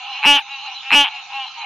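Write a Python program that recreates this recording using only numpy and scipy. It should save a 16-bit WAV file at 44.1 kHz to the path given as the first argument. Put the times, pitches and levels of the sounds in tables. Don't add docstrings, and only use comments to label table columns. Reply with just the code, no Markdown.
import sys
import numpy as np
from scipy import signal
from scipy.fft import rfft, irfft, next_fast_len
from scipy.io import wavfile
from scipy.ndimage import uniform_filter1d

SR = 44100
rng = np.random.default_rng(int(sys.argv[2]) if len(sys.argv) > 2 else 0)


def invert_db(level):
    return 10 ** (np.asarray(level, dtype=float) / 20)


def wav_out(sig):
    wavfile.write(sys.argv[1], SR, np.round(np.clip(np.atleast_2d(sig).T, -1, 1) * 32767).astype(np.int16))


N = 72765
AIR_TOP_HZ = 12700

# time in seconds, rate in pulses per second,
# level in dB, sac resonance in Hz, roughness [0-1].
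CROAKS = [
    [(.229, 134, -17.5, 2640, 0.43), (.248, 170, -9, 2530, 0.6), (.256, 174, -10, 2740, 0),
     (.27, 287, -9, 2830, 0), (.29, 288, -7.5, 2780, 0.03), (.36, 283, -12.5, 3108, 0.07),
     (.393, 277, -18, 2840, 0.51), (.399, 940, -30.5, 3100, 0.1), (.432, 650, -46, 2430, 0.2)],
    [(.906, 82, -12.5, 2380, 0.62), (.921, 144, -10.5, 2500, 0.33), (.93, 340, -10, 2755, 0.16),
     (.944, 200, -7, 2580, 0.1), (.951, 290, -9, 2840, 0.02), (1.012, 284, -9.5, 3018, 0.05),
     (1.036, 282, -17.5, 3080, 0.12), (1.056, 210, -16, 2910, 0.71), (1.086, 157, -24.5, 3130, 0.41)],
]


def unit(x):
    return x / np.sqrt(np.mean(x ** 2) + 1e-20)


def filtered(x, response):
    size = next_fast_len(N + 8192)
    spectrum = rfft(x, size) * response(np.fft.rfftfreq(size, 1 / SR))
    return irfft(spectrum, size)[..., :N]


def peak(f, hz, width_hz):
    return 1j * f * width_hz / (hz * hz - f * f + 1j * f * width_hz)


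def steep(ratio, order):
    poles = np.exp(1j * np.pi * (2 * np.arange(order) + order + 1) / (2 * order))
    return 1 / np.prod(1j * ratio[..., None] - poles, axis=-1)


def low_cut(hz):
    edge_hz = 715
    return steep(edge_hz / (hz + 1), order=12).conj()


def pan(db):
    return invert_db([[db / 2], [-db / 2]])


def hiss(points, alike, patchy_db):
    z = signal.stft(rng.standard_normal((2, N)), nperseg=512)[2]
    patches = uniform_filter1d(rng.standard_normal(z.shape[1:]), size=5, axis=0)
    patches = unit(uniform_filter1d(patches, size=8, axis=1))
    a, b = signal.istft(z * invert_db(patchy_db * patches), nperseg=512)[1][:, :N]
    turn = np.arccos(np.clip(alike, 0, 1)) / 2
    mid, side = np.cos(turn) * a, np.sin(turn) * b
    f, db = np.transpose(points)

    def colour(hz):
        return invert_db(np.interp(np.log(hz + 1), np.log(f + 1), db, -120, -120))

    return unit(filtered(np.array([mid + side, mid - side]), colour))


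def woods(x, t60, alike):
    t = np.arange(SR // 2) / SR
    a, b = rng.standard_normal((2, len(t))) * invert_db(-60 * t / t60)
    tail = np.array([a, alike * a + np.sqrt(abs(1 - alike ** 2)) * b])
    return signal.fftconvolve(x[None], tail / np.linalg.norm(a), axes=1)[:, :N]


def croak(rows, throat_db=0, size=1, air_db=0):
    # frequency in Hz, width in Hz, level in dB.
    throat_modes = [(866, 71.3, -8.5), (1093, 122, -15), (2000, 1240, -20), (2186, 353, -15)]
    # frequency in Hz, width in Hz, level in dB.
    air_modes = [(4900, 860, -23.5), (6880, 2000, -41), (9180, 1100, -32), (11900, 2800, -34)]
    ring, max_pulses = 1024, 80
    jitter, scatter_db, slack_throat_db = 0.086, 4, 17.5
    rasp, air_noise = 0.45, 0.35
    sac_width_hz, sac_skirt_hz, sac_skirt_db, sac_top = 190, 900, -15, 1.125

    s, rate, db, sac_hz, rough = np.transpose(rows)
    t = np.arange(s[0], s[-1], 1 / SR)
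    turns = np.cumsum(np.interp(t, s, rate)) / SR
    when = np.interp(np.arange(min(int(turns[-1]) + 1, max_pulses)), turns, t)
    columns = (rate, db, sac_hz, np.clip(rough, 0, 1))
    rate, db, sac_hz, rough = [np.interp(when, s, c)[:, None] for c in columns]
    luck = rng.standard_normal((len(when), 3 + len(throat_modes))) * rough
    grit = rng.standard_normal((len(when), 128)) * np.hanning(128)
    grit = rfft(grit, ring) / np.sqrt(48)
    when = when + jitter * luck[:, 0] / rate[:, 0]

    f = np.fft.rfftfreq(ring, 1 / SR)
    body = peak(f, sac_hz * (1 + 0.044 * luck[:, 1:2]), sac_width_hz * (1 + 2 * rough))
    body = body + invert_db(sac_skirt_db) * peak(f, sac_hz, sac_skirt_hz)
    for k, (hz, width_hz, level_db) in enumerate(throat_modes):
        low = k < 2
        tuned_hz = hz / size if low else hz * np.minimum(sac_hz / 2700, 1)
        mode_db = level_db + throat_db * low + slack_throat_db * rough + scatter_db * luck[:, 3 + k, None]
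        body = body + (-1) ** k * invert_db(mode_db) * peak(f, tuned_hz, width_hz)
    voiced = body * (1 - rough + rasp * rough * grit) * steep(f / (sac_top * sac_hz), order=8)

    air = sum(invert_db(level_db + air_db) * peak(f, hz, width_hz) ** 2 for hz, width_hz, level_db in air_modes)
    air = air * steep(f / AIR_TOP_HZ, order=24)
    breath = air * (1 - rough) ** 2 * (0.5 + air_noise * grit)

    start = np.floor(when * SR)
    shift = np.exp(-2j * np.pi * f / SR * (when * SR - start)[:, None])
    rings = irfft((voiced + breath) * shift, ring)
    rings *= np.sqrt(SR / 285 / np.sum(rings ** 2, 1, keepdims=True))
    rings *= invert_db(db + 0.5 * scatter_db * luck[:, 2:3])
    at = (start[:, None] + np.arange(ring) + SR).astype(int)
    return np.bincount(at.ravel(), rings.ravel(), N + 3 * SR)[SR:SR + N]


def near_frog():
    square, cube, overtone_db, slack_at = 0.4, 0.05, -1.5, 0.58
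    near_pan_db, bend_pan_db, wet_db = 0.75, -4, -17
    t = np.arange(N) / SR
    x = filtered(sum(croak(rows) for rows in CROAKS), low_cut)
    s, rough = np.transpose([(row[0], row[4]) for rows in CROAKS for row in rows])
    taut = np.clip(1 - np.interp(t, s, rough) / slack_at, 0, 1)

    def bend_response(hz):
        return peak(hz, 400, 1300) + invert_db(overtone_db) * peak(hz, 5800, 4000)

    bend = taut * (square * filtered(x * x, bend_response) + cube * x ** 3)
    return pan(near_pan_db) * x - pan(bend_pan_db) * bend + invert_db(wet_db) * woods(x, 0.06, 0.7)


def far_call(s, length, rate, db, throat_db, sac_hz, rough):
    rise_hz, sag, far_air_db = 324, 0.0497, -14
    rows = [(s, 0.55 * rate, db - 9, sac_hz, 0.6),
            (s + 0.2 * length, rate, db - 2, sac_hz + 0.4 * rise_hz, rough),
            (s + 0.404 * length, rate, db, sac_hz + 0.55 * rise_hz, rough),
            (s + 0.8 * length, rate * (1 - sag), db - 4, sac_hz + rise_hz, rough),
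            (s + length, 0.6 * rate, db - 12, sac_hz + rise_hz, 0.7)]
    return croak(rows, throat_db, size=286 / rate, air_db=far_air_db)


def neighbours():
    # start in seconds, length in seconds, rate in pulses per second,
    # level in dB, throat over sac in dB.
    answers = [(-.06, .13, 255, -36.5, 10), (0.052, 0.11, 271, -38, 26), (0.116, 0.12, 277, -33, -6.5),
               (.465, .16, 278, -31.5, 3.5), (.64, 0.12, 262, -33.5, 8.5), (0.826, 0.17, 268, -30, -0.5),
               (1.075, .16, 283, -31.5, 3), (1.301, .18, 272.5, -28, 10), (1.39, .1, 262, -40.5, 1),
               (1.55, .1, 312, -38.5, 19), (1.606, 0.15, 258, -29.5, 9)]
    pan_db, wet_db = 1, -9
    x = sum(far_call(*row, sac_hz=2544, rough=0.04) for row in answers)
    return pan(pan_db) * x + invert_db(wet_db) * woods(x, 0.17, 1.0)


def chorus():
    # time in seconds, level in dB.
    swell_points = [(0, -33.5), (.2, -29.5), (.5, -36.5), (.8, -34), (1.1, -36.5), (1.27, -36), (1.4, -32),
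                    (1.52, -38.5), (1.65, -31.5)]
    # frequency in Hz, density in dB per Hz.
    haze_colour = [(680, -33), (760, -26), (1300, 24), (1750, -14), (2300, 6), (3300, -33), (3800, -18)]
    rate_hz, rate_spread, throat_db, t60_s = 268, 0.035, 6.5, 0.67
    pan_db, haze_db = -2, -52
    luck = rng.standard_normal((26, 4))
    starts = np.linspace(-0.4, N / SR, len(luck)) + 0.03 * luck[:, 0]
    x = 0
    for start, (_, a, b, c) in zip(starts, luck):
        rate, sac_hz = rate_hz * (1 + rate_spread * a), 2500 * (1 + 0.087 * c)
        x = x + far_call(start, 0.15, rate, 0.83 * b, throat_db, sac_hz, rough=0.1)
    s, db = np.transpose(swell_points)
    swell = invert_db(np.interp(np.arange(N) / SR, s, db))
    far = unit(0.5 * x + woods(x, t60_s, 0.8))
    return swell * pan(pan_db) * far + invert_db(haze_db) * hiss(haze_colour, 1.0, patchy_db=3.5)


def crickets():
    # start in seconds, length in seconds, frequency in Hz, level in dB.
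    chirps = [(0.027, 0.2, 4065, -42), (0.222, 0.042, 3994, -32), (0.491, .08, 3906, -37),
              (0.649, 0.051, 4010, -38), (0.734, 0.07, 4000, -36.5), (0.889, 0.074, 4150, -32.5),
              (1.104, 0.098, 4100, -45), (1.32, .04, 4043, -39.5), (1.457, 0.04, 4076, -38),
              (1.577, 0.06, 4020, -39), (1.13, .05, 7030, -61)]
    # frequency in Hz, density in dB per Hz.
    insect_colour = [(3000, -17), (3400, -9), (4040, -5.5), (4880, -20.5), (6660, -20.5), (7300, -40.5),
                     (9500, -69), (11000, -71)]
    width_hz, insects_db = 162, -41.5
    t, out = np.arange(N) / SR, 0
    for s, length, hz, db in chirps:
        tone = unit(filtered(rng.standard_normal(N), lambda f: peak(f, hz, width_hz) ** 2))
        out = out + invert_db(db) * tone * np.sin(np.pi * np.clip((t - s) / length, 0, 1))
    insects = invert_db(insects_db) * pan(-2.2) * hiss(insect_colour, 0.27, patchy_db=3.5)
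    return pan(-1.5) * out + invert_db(-2.5) * woods(out, 0.33, 0.2) + insects


def ducking():
    duck_db, attack_s, recover_s = -3.5, 0.021, 0.066
    t = np.arange(N) / SR
    gain_db = 0
    for rows in CROAKS:
        drop = np.clip((t - rows[0][0]) / attack_s, 0, 1)
        gain_db = gain_db + duck_db * drop * np.exp(-np.clip(t - rows[-1][0], 0, 9) / recover_s)
    return invert_db(gain_db)


def scene():
    return near_frog() + ducking() * filtered(neighbours() + chorus() + crickets(), low_cut)


def band_limit(x):
    return signal.sosfilt(signal.butter(12, 14820, fs=SR, output="sos"), x)


def record(dry):
    # frequency in Hz, density in dB per Hz.
    rumble_colour = [(15, -69.5), (25, -28), (71, -15), (123, -1.5), (348, -16), (539, -8), (600, -5.5),
                     (780, -32.5), (1320, -120)]
    rumble_db, ceiling, top_hz, above_top_db = -69, 0.97, 14800, -27
    x = dry + invert_db(rumble_db) * hiss(rumble_colour, 0.85, patchy_db=1.0)
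    x = x / (1 + abs(x / ceiling) ** 6) ** (1 / 6)

    def band(hz):
        return (hz < top_hz) * np.where(hz < AIR_TOP_HZ + 150, 1, invert_db(above_top_db))

    return band_limit(filtered(x, band))


dry = scene()
out = record(dry)
wav_out(out)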